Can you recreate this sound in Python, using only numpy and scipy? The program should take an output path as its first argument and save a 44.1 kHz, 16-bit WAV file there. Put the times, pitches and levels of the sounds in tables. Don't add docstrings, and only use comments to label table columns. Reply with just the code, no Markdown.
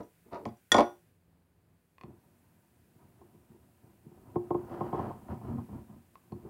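import sys
import numpy as np
from scipy import signal
from scipy.fft import rfft, irfft, next_fast_len
from scipy.io import wavfile
from scipy.ndimage import uniform_filter1d

SR = 44100
rng = np.random.default_rng(int(sys.argv[2]) if len(sys.argv) > 2 else 0)


def transcribe(u):
    v = np.clip(np.atleast_2d(u).T, -1, 1)
    q = np.round(v * 32767).astype(np.int16)
    wavfile.write(sys.argv[1], SR, q)


N = 286209


def undb(db):
    return 10 ** (np.asarray(db) / 20)


def unit(x):
    return x / np.sqrt(np.mean(x ** 2))


def ring(push, hz, ring_s):
    pole = np.exp(2j * np.pi * hz / SR - np.log(1000) / (ring_s * SR))
    return signal.lfilter([0, pole.imag], [1, -2 * pole.real, abs(pole) ** 2], push)


def blows(start_s, gains):
    x = np.zeros(N)
    np.add.at(x, np.round(np.asarray(start_s) * SR).astype(int), gains)
    return x


def curve(points):
    time_s, db = np.transpose(points)
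    span = np.arange(int(time_s[0] * SR), min(int(time_s[-1] * SR), N))
    gain = np.zeros(N)
    gain[span] = undb(np.interp(span / SR, time_s, db))
    return gain


def waver(per_second):
    width = SR // per_second
    return unit(uniform_filter1d(uniform_filter1d(rng.standard_normal(N), width), width))


def shaped_noise(points):
    hz, db = np.transpose(points)
    size = next_fast_len(N)
    bins_hz = np.arange(1, size // 2 + 2) * SR / size
    gain = undb(np.interp(np.log(bins_hz), np.log(hz), db))
    return unit(irfft(rfft(rng.standard_normal(size)) * gain, size)[:N])


def shares(db, hard_db, hollow_db, bright_db):
    return np.array([db - hard_db, db + hollow_db, db + hard_db, db + hard_db + bright_db])


def rubs(strokes, bright_db, rise_s, fall_db_per_s, sag_db_per_s=37):
    t, out = np.arange(N) / SR, np.zeros((4, N))
    for start_s, hold_s, db, hard_db, hollow_db in strokes:
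        age = t - start_s
        fade_db = -sag_db_per_s * age - fall_db_per_s * np.maximum(age - hold_s, 0)
        active = (age > -rise_s) & (fade_db > -60)
        swell = np.minimum(1 + age[active] / rise_s, 1) ** 2
        out[:, active] += swell * undb(shares(db, hard_db, hollow_db, bright_db)[:, None] + fade_db[active])
    return out


def slips(per_second, spread_db):
    chance, size = rng.random(N), rng.standard_normal(N)
    return unit(size * undb(spread_db * np.abs(size)) * (chance < per_second / SR))


def crack(start_s, db, ring_s, band_hz):
    fade = np.exp(-np.log(1000) / SR / ring_s)
    puff = signal.lfilter([1], [1, -fade], blows(start_s, undb(db))) * rng.standard_normal(N)
    return signal.sosfilt(signal.butter(2, band_hz, "band", fs=SR, output="sos"), puff)


def dipper_drag():
    # start_s, hold_s, level_db, hardness_db, hollowness_db
    strokes = [(0.0, .004, -43.5, 1.5, 5.5), (0.26, .03, -62.5, -3, -0.5), (0.33, 0.035, -45.5, 10, 2.5),
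               (0.4, .04, -57, -4.5, 8), (0.465, .02, -47, -3.5, 1), (0.745, 0.072, -29, 6.5, -2.5)]
    return rubs(strokes, bright_db=-17, rise_s=0.024, fall_db_per_s=447.5)


def table_top(drag, slide):
    # pitch_hz, ring_s, front_db, under_jar_db
    tones = [(73, .12, -13.5, -14.5), (120, .12, -9, -1), (160, 0.071, -6, 1), (220.5, 0.086, -0.26, -2.47),
             (290, .06, -6, -5.5), (353.4, 0.25, -6.5, 1.5), (439, 0.088, -5, -4.5), (508, 0.053, -4, -2),
             (589, 0.14, -5, -6), (713, 0.065, -1.5, 3.5), (794, 0.067, -4, 2.5), (830, 0.066, 0.5, -1),
             (883, 0.015, 6.5, 11.5), (922, 0.05, -0.5, 6), (1030, 0.045, -5, 0), (1090, 0.07, -6, -2),
             (1246, 0.025, -10.5, -10), (1560, 0.0053, -3, -2), (1850, 0.013, 1.02, 0),
             (2250, 0.0098, 0.25, -4), (3170, 0.0068, -2.5, 0.5), (3420, 0.0094, -5.5, -7),
             (4430, 0.0054, -5.5, -11.5)]
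    # start_s, level_db, hardness_db, hollowness_db
    front_knocks = [(0.454, -34.5, 7, -4), (0.461, -34, -5, -4), (0.478, -44, -3.5, -3.5),
                    (0.719, -27, 3.5, 1), (0.744, -16, 7, -5), (0.761, -24.5, 3.5, -0.5),
                    (0.782, -18.5, 5, -4), (0.786, -17.5, 5.5, -9), (0.796, -24.5, 7, 1),
                    (0.806, -24.5, 8, 6)]
    # start_s, level_db, hardness_db, hollowness_db
    jar_knocks = [(2.035, -45.5, -5, -11), (2.955, -65, -11, 0.5), (3.212, -59, 4, 5.5),
                  (3.344, -59.5, -9, 2), (3.497, -63.5, -16, -4), (3.836, -69, -14, 3.5),
                  (4.061, -58, -16.5, 4.5), (4.115, -58, -6, 4), (4.358, -27.5, -2, 3),
                  (4.506, -29, 2.5, 4), (4.546, -30, 0.3, 2.5), (4.708, -41.5, -1.2, -3.5),
                  (4.808, -28, 1, -3.5), (4.928, -27.5, -0.6, -6.5), (4.944, -37.5, 8, 7.5),
                  (4.991, -30.5, 1, -4), (5.074, -40.5, -4, 0), (5.104, -43.5, 7.5, -5),
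                  (5.411, -44, -3.5, -9), (5.582, -38, -4, -16), (5.688, -45.5, -6, -5.5),
                  (5.727, -60.5, 7, -8), (5.893, -51.5, -7.5, -15), (6.32, -38.5, -6.5, -2),
                  (6.451, -52, -9, 1)]
    edges_hz = (0, 260, 490, 1450, 9000)
    knock_db, rub_db = (-2.5, 0.5, -5.5, -3.5), (1.2, 0.5, 4.1, 0.76)
    pressed = 0.31
    start_s, db, hard_db, hollow_db = np.transpose(front_knocks + jar_knocks)
    at_front = np.arange(len(start_s)) < len(front_knocks)
    push_db = shares(db, hard_db, hollow_db, bright_db=np.where(at_front, -10.5, -24))
    out = crack(start_s, push_db[3] + np.where(at_front, -6, -19), ring_s=0.019, band_hz=(2000, 6500))
    for group in range(4):
        low_hz, high_hz = edges_hz[group:group + 2]
        members = np.array([tone for tone in tones if low_hz < tone[0] < high_hz])
        build_up = members[:, 1] * pressed * SR / np.log(1000) / 4
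        steady_front, steady_jar = np.sqrt(build_up @ undb(members[:, 2:]) ** 2)
        grain = slips(per_second=2700, spread_db=2.0) * undb(rub_db[group])
        front_rub = grain * drag[group] / steady_front
        jar_rub = grain * slide[group] / steady_jar
        wood = 0
        for k, (hz, ring_s, front_db, jar_db) in enumerate(members):
            spot_db = np.where(at_front, front_db, jar_db) + 0.61 * rng.standard_normal(len(start_s))
            hit = blows(start_s, undb(push_db[group] + knock_db[group] + spot_db))
            rub = undb(front_db) * front_rub + undb(jar_db) * jar_rub
            wood += (-1) ** k * (ring(hit, hz, ring_s) + ring(rub, hz, pressed * ring_s))
        out += signal.sosfilt(signal.butter(2, 1.7 * high_hz, fs=SR, output="sos"), wood)
    return out


def struck(hits, tones, free_s, held_ring_s):
    out, t = np.zeros(N + SR // 2), np.arange(SR // 2) / SR
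    hz, tone_db, ring_s = np.transpose(tones)[:, :, None]
    fade_db = 60 * t / ring_s + 60 * np.maximum(t - free_s, 0) / held_ring_s
    rings = undb(tone_db - fade_db) * np.sin(2 * np.pi * hz * t)
    for start_s, db, favoured_hz, loss_db in hits:
        start = round(start_s * SR)
        octaves_away = np.abs(np.log2(hz[:, 0] / favoured_hz))
        out[start:start + len(t)] += undb(db - loss_db * octaves_away) @ rings
    return out[:N]


def spoon_clinks():
    # pitch_hz, clink_db, clink_ring_s, after_db, after_ring_s
    tones = [(1440, -24.5, .1, -14, 0.35), (1858, -1, 0.11, -19.5, 0.23), (3414, 1, 0.14, -22, 0.4),
             (3504, -19.5, .1, -23.5, 0.34), (4829, -14.5, 0.072, -36, 0.23),
             (5740, -12, 0.059, -25.5, 0.18), (5830, -14, 0.11, -25, 0.45), (6500, -17.5, 0.087, -32, .15),
             (7130, -10.5, .07, -23.5, 0.15), (8350, -27.5, .05, -45.5, .15),
             (10350, -16.5, .07, -33.5, 0.37)]
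    # start_s, level_db, favoured_hz, loss_db_per_octave
    hits = [(0.004, -64, 6070, 21), (0.032, -58.5, 5770, 27), (0.052, -66, 5770, 34.5),
            (0.345, -57, 5870, 30), (0.371, -62, 5770, 29), (0.462, -56, 7400, 13), (0.488, -53, 4830, 32),
            (0.571, -61.5, 5670, 42), (0.7181, -15.5, 3000, 1), (0.744, -34, 5670, 4),
            (0.766, -20.5, 4900, 29.5), (0.783, -41, 4000, 4)]
    clink = struck(hits, [tone[:3] for tone in tones], free_s=0.0069, held_ring_s=0.02)
    after = struck(hits, [(tone[0], *tone[3:]) for tone in tones], free_s=0.19, held_ring_s=0.36)
    start_s, db, _, loss_db = np.transpose(hits)
    return clink + after + crack(start_s, db - loss_db - 3.5, ring_s=0.044, band_hz=(1500, 7900))


def jar_ticks():
    # pitch_hz, level_db, ring_s
    tones = [(1101, 5.5, 0.02), (1960, 1, 0.006), (2480, -6.5, 0.021), (3343, -21, 0.021),
             (4280, -17, 0.032), (5700, -36, 0.026)]
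    # start_s, level_db, favoured_hz, loss_db_per_octave
    hits = [(1.9828, -48, 2200, 8), (2.012, -43, 2500, 6), (2.0356, -49, 2010, -1),
            (6.1556, -47.5, 1070, 6.5), (6.3218, -44, 4335, 15)]
    glass = struck(hits, tones, free_s=0.0072, held_ring_s=0.2)
    start_s, db, _, loss_db = np.transpose(hits)
    return glass + crack(start_s, db - loss_db - 11, ring_s=0.011, band_hz=(810, 4200))


def jar_slide():
    # start_s, hold_s, level_db, hardness_db, hollowness_db
    strokes = [(2.05, 0.055, -54, -8.5, 1.2), (3.01, 0.047, -68, -2, -7.5), (3.22, .02, -69, -7, 10),
               (3.35, 0.019, -81, -14, 2), (3.53, 0.019, -68.5, -4, 3.5), (3.62, 0.051, -69.5, -7.5, -11),
               (3.85, .04, -65, -8.5, 3.5), (4.07, 0.053, -64.5, -8, 0.5), (4.18, .04, -67.5, -11.5, 0.5),
               (4.3, .04, -65, -6, 0), (4.47, 0.021, -67, -6, -3.5), (4.58, 0.018, -49.5, -2, 7.5),
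               (4.65, 0.033, -55.5, -2.2, -13.5), (4.72, 0.096, -42, 1.5, -0.5),
               (4.84, 0.055, -43, -1, -0.5), (4.96, 0.14, -36.5, -0.5, -3), (5.31, 0.012, -37, -5, -6.5),
               (5.45, 0.02, -44, -7, -6.5), (5.49, .11, -39.5, -10, -9), (5.725, 0.064, -45, -8.5, -10),
               (5.909, 0.064, -54.5, -10, -18), (6.34, 0.027, -54, -14, -4), (6.46, .03, -53, -8, 5)]
    return rubs(strokes, bright_db=-21, rise_s=0.059, fall_db_per_s=304)


def stirring():
    # time_s, level_db
    shaking = [(2.1, -65), (2.6, -69), (2.9, -71.5), (3.0, -63.5), (3.7, -67), (4.05, -68), (4.3, -55.5),
               (5.3, -53.5), (6.1, -69), (6.49, -58)]
    return undb(shares(0.5 * waver(20), hard_db=-5, hollow_db=-8, bright_db=-21)) * curve(shaking)


def room_echo(x, level_db=-13, dull_ring_s=0.22, bright_ring_s=0.18, rise_s=0.0035):
    t = np.arange(SR // 2) / SR
    bright, dull = rng.standard_normal((2, len(t)))
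    dull = signal.lfilter([0.4], [1, -0.6], dull)
    tail = dull * undb(-60 * t / dull_ring_s) + 0.35 * bright * undb(-60 * t / bright_ring_s)
    tail *= np.minimum(t / rise_s, 1)
    return x + undb(level_db) * signal.fftconvolve(x, tail / np.sqrt(np.sum(tail ** 2)))[:N]


def background():
    # pitch_hz, level_db
    rumble_colour = [(18, -48.5), (30, -17.5), (86, -3.5), (140, -10), (177, -0.5), (197, -15.5),
                     (255, -12), (284, -14), (883, -25), (3470, -41), (5000, -42.5), (6500, -68.5),
                     (11000, -120)]
    # pitch_hz, level_db
    hiss_colour = [(880, -29), (1500, -0.5), (2250, -5), (2450, -4), (3470, -10.5), (6080, -12), (8750, -7),
                   (15000, -6.5), (15800, -7)]
    # time_s, level_db
    hiss_swell = [(0.0, -74.5), (0.7, -74.5), (0.81, -67.5), (1.19, -83), (1.5, -84.5), (1.97, -81.5),
                  (2.24, -77), (4.07, -76), (4.92, -70), (5.24, -72), (5.66, -71.5), (6.02, -75),
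                  (6.49, -74.5)]
    rumble = undb(-69.5 + 1.6 * waver(8)) * shaped_noise(rumble_colour)
    hiss = undb(2.5) * curve(hiss_swell) * shaped_noise(hiss_colour)
    return rumble + hiss


def scene():
    wood = table_top(dipper_drag(), jar_slide() + stirring())
    return (room_echo(wood + spoon_clinks() + jar_ticks()) + background())[None]


def record(dry, low_hz=54, high_hz=15780):
    x = signal.sosfilt(signal.butter(4, low_hz, "high", fs=SR, output="sos"), dry)
    return signal.sosfilt(signal.ellip(10, 0.2, 80, high_hz, fs=SR, output="sos"), x)


dry = scene()
out = record(dry)
transcribe(out)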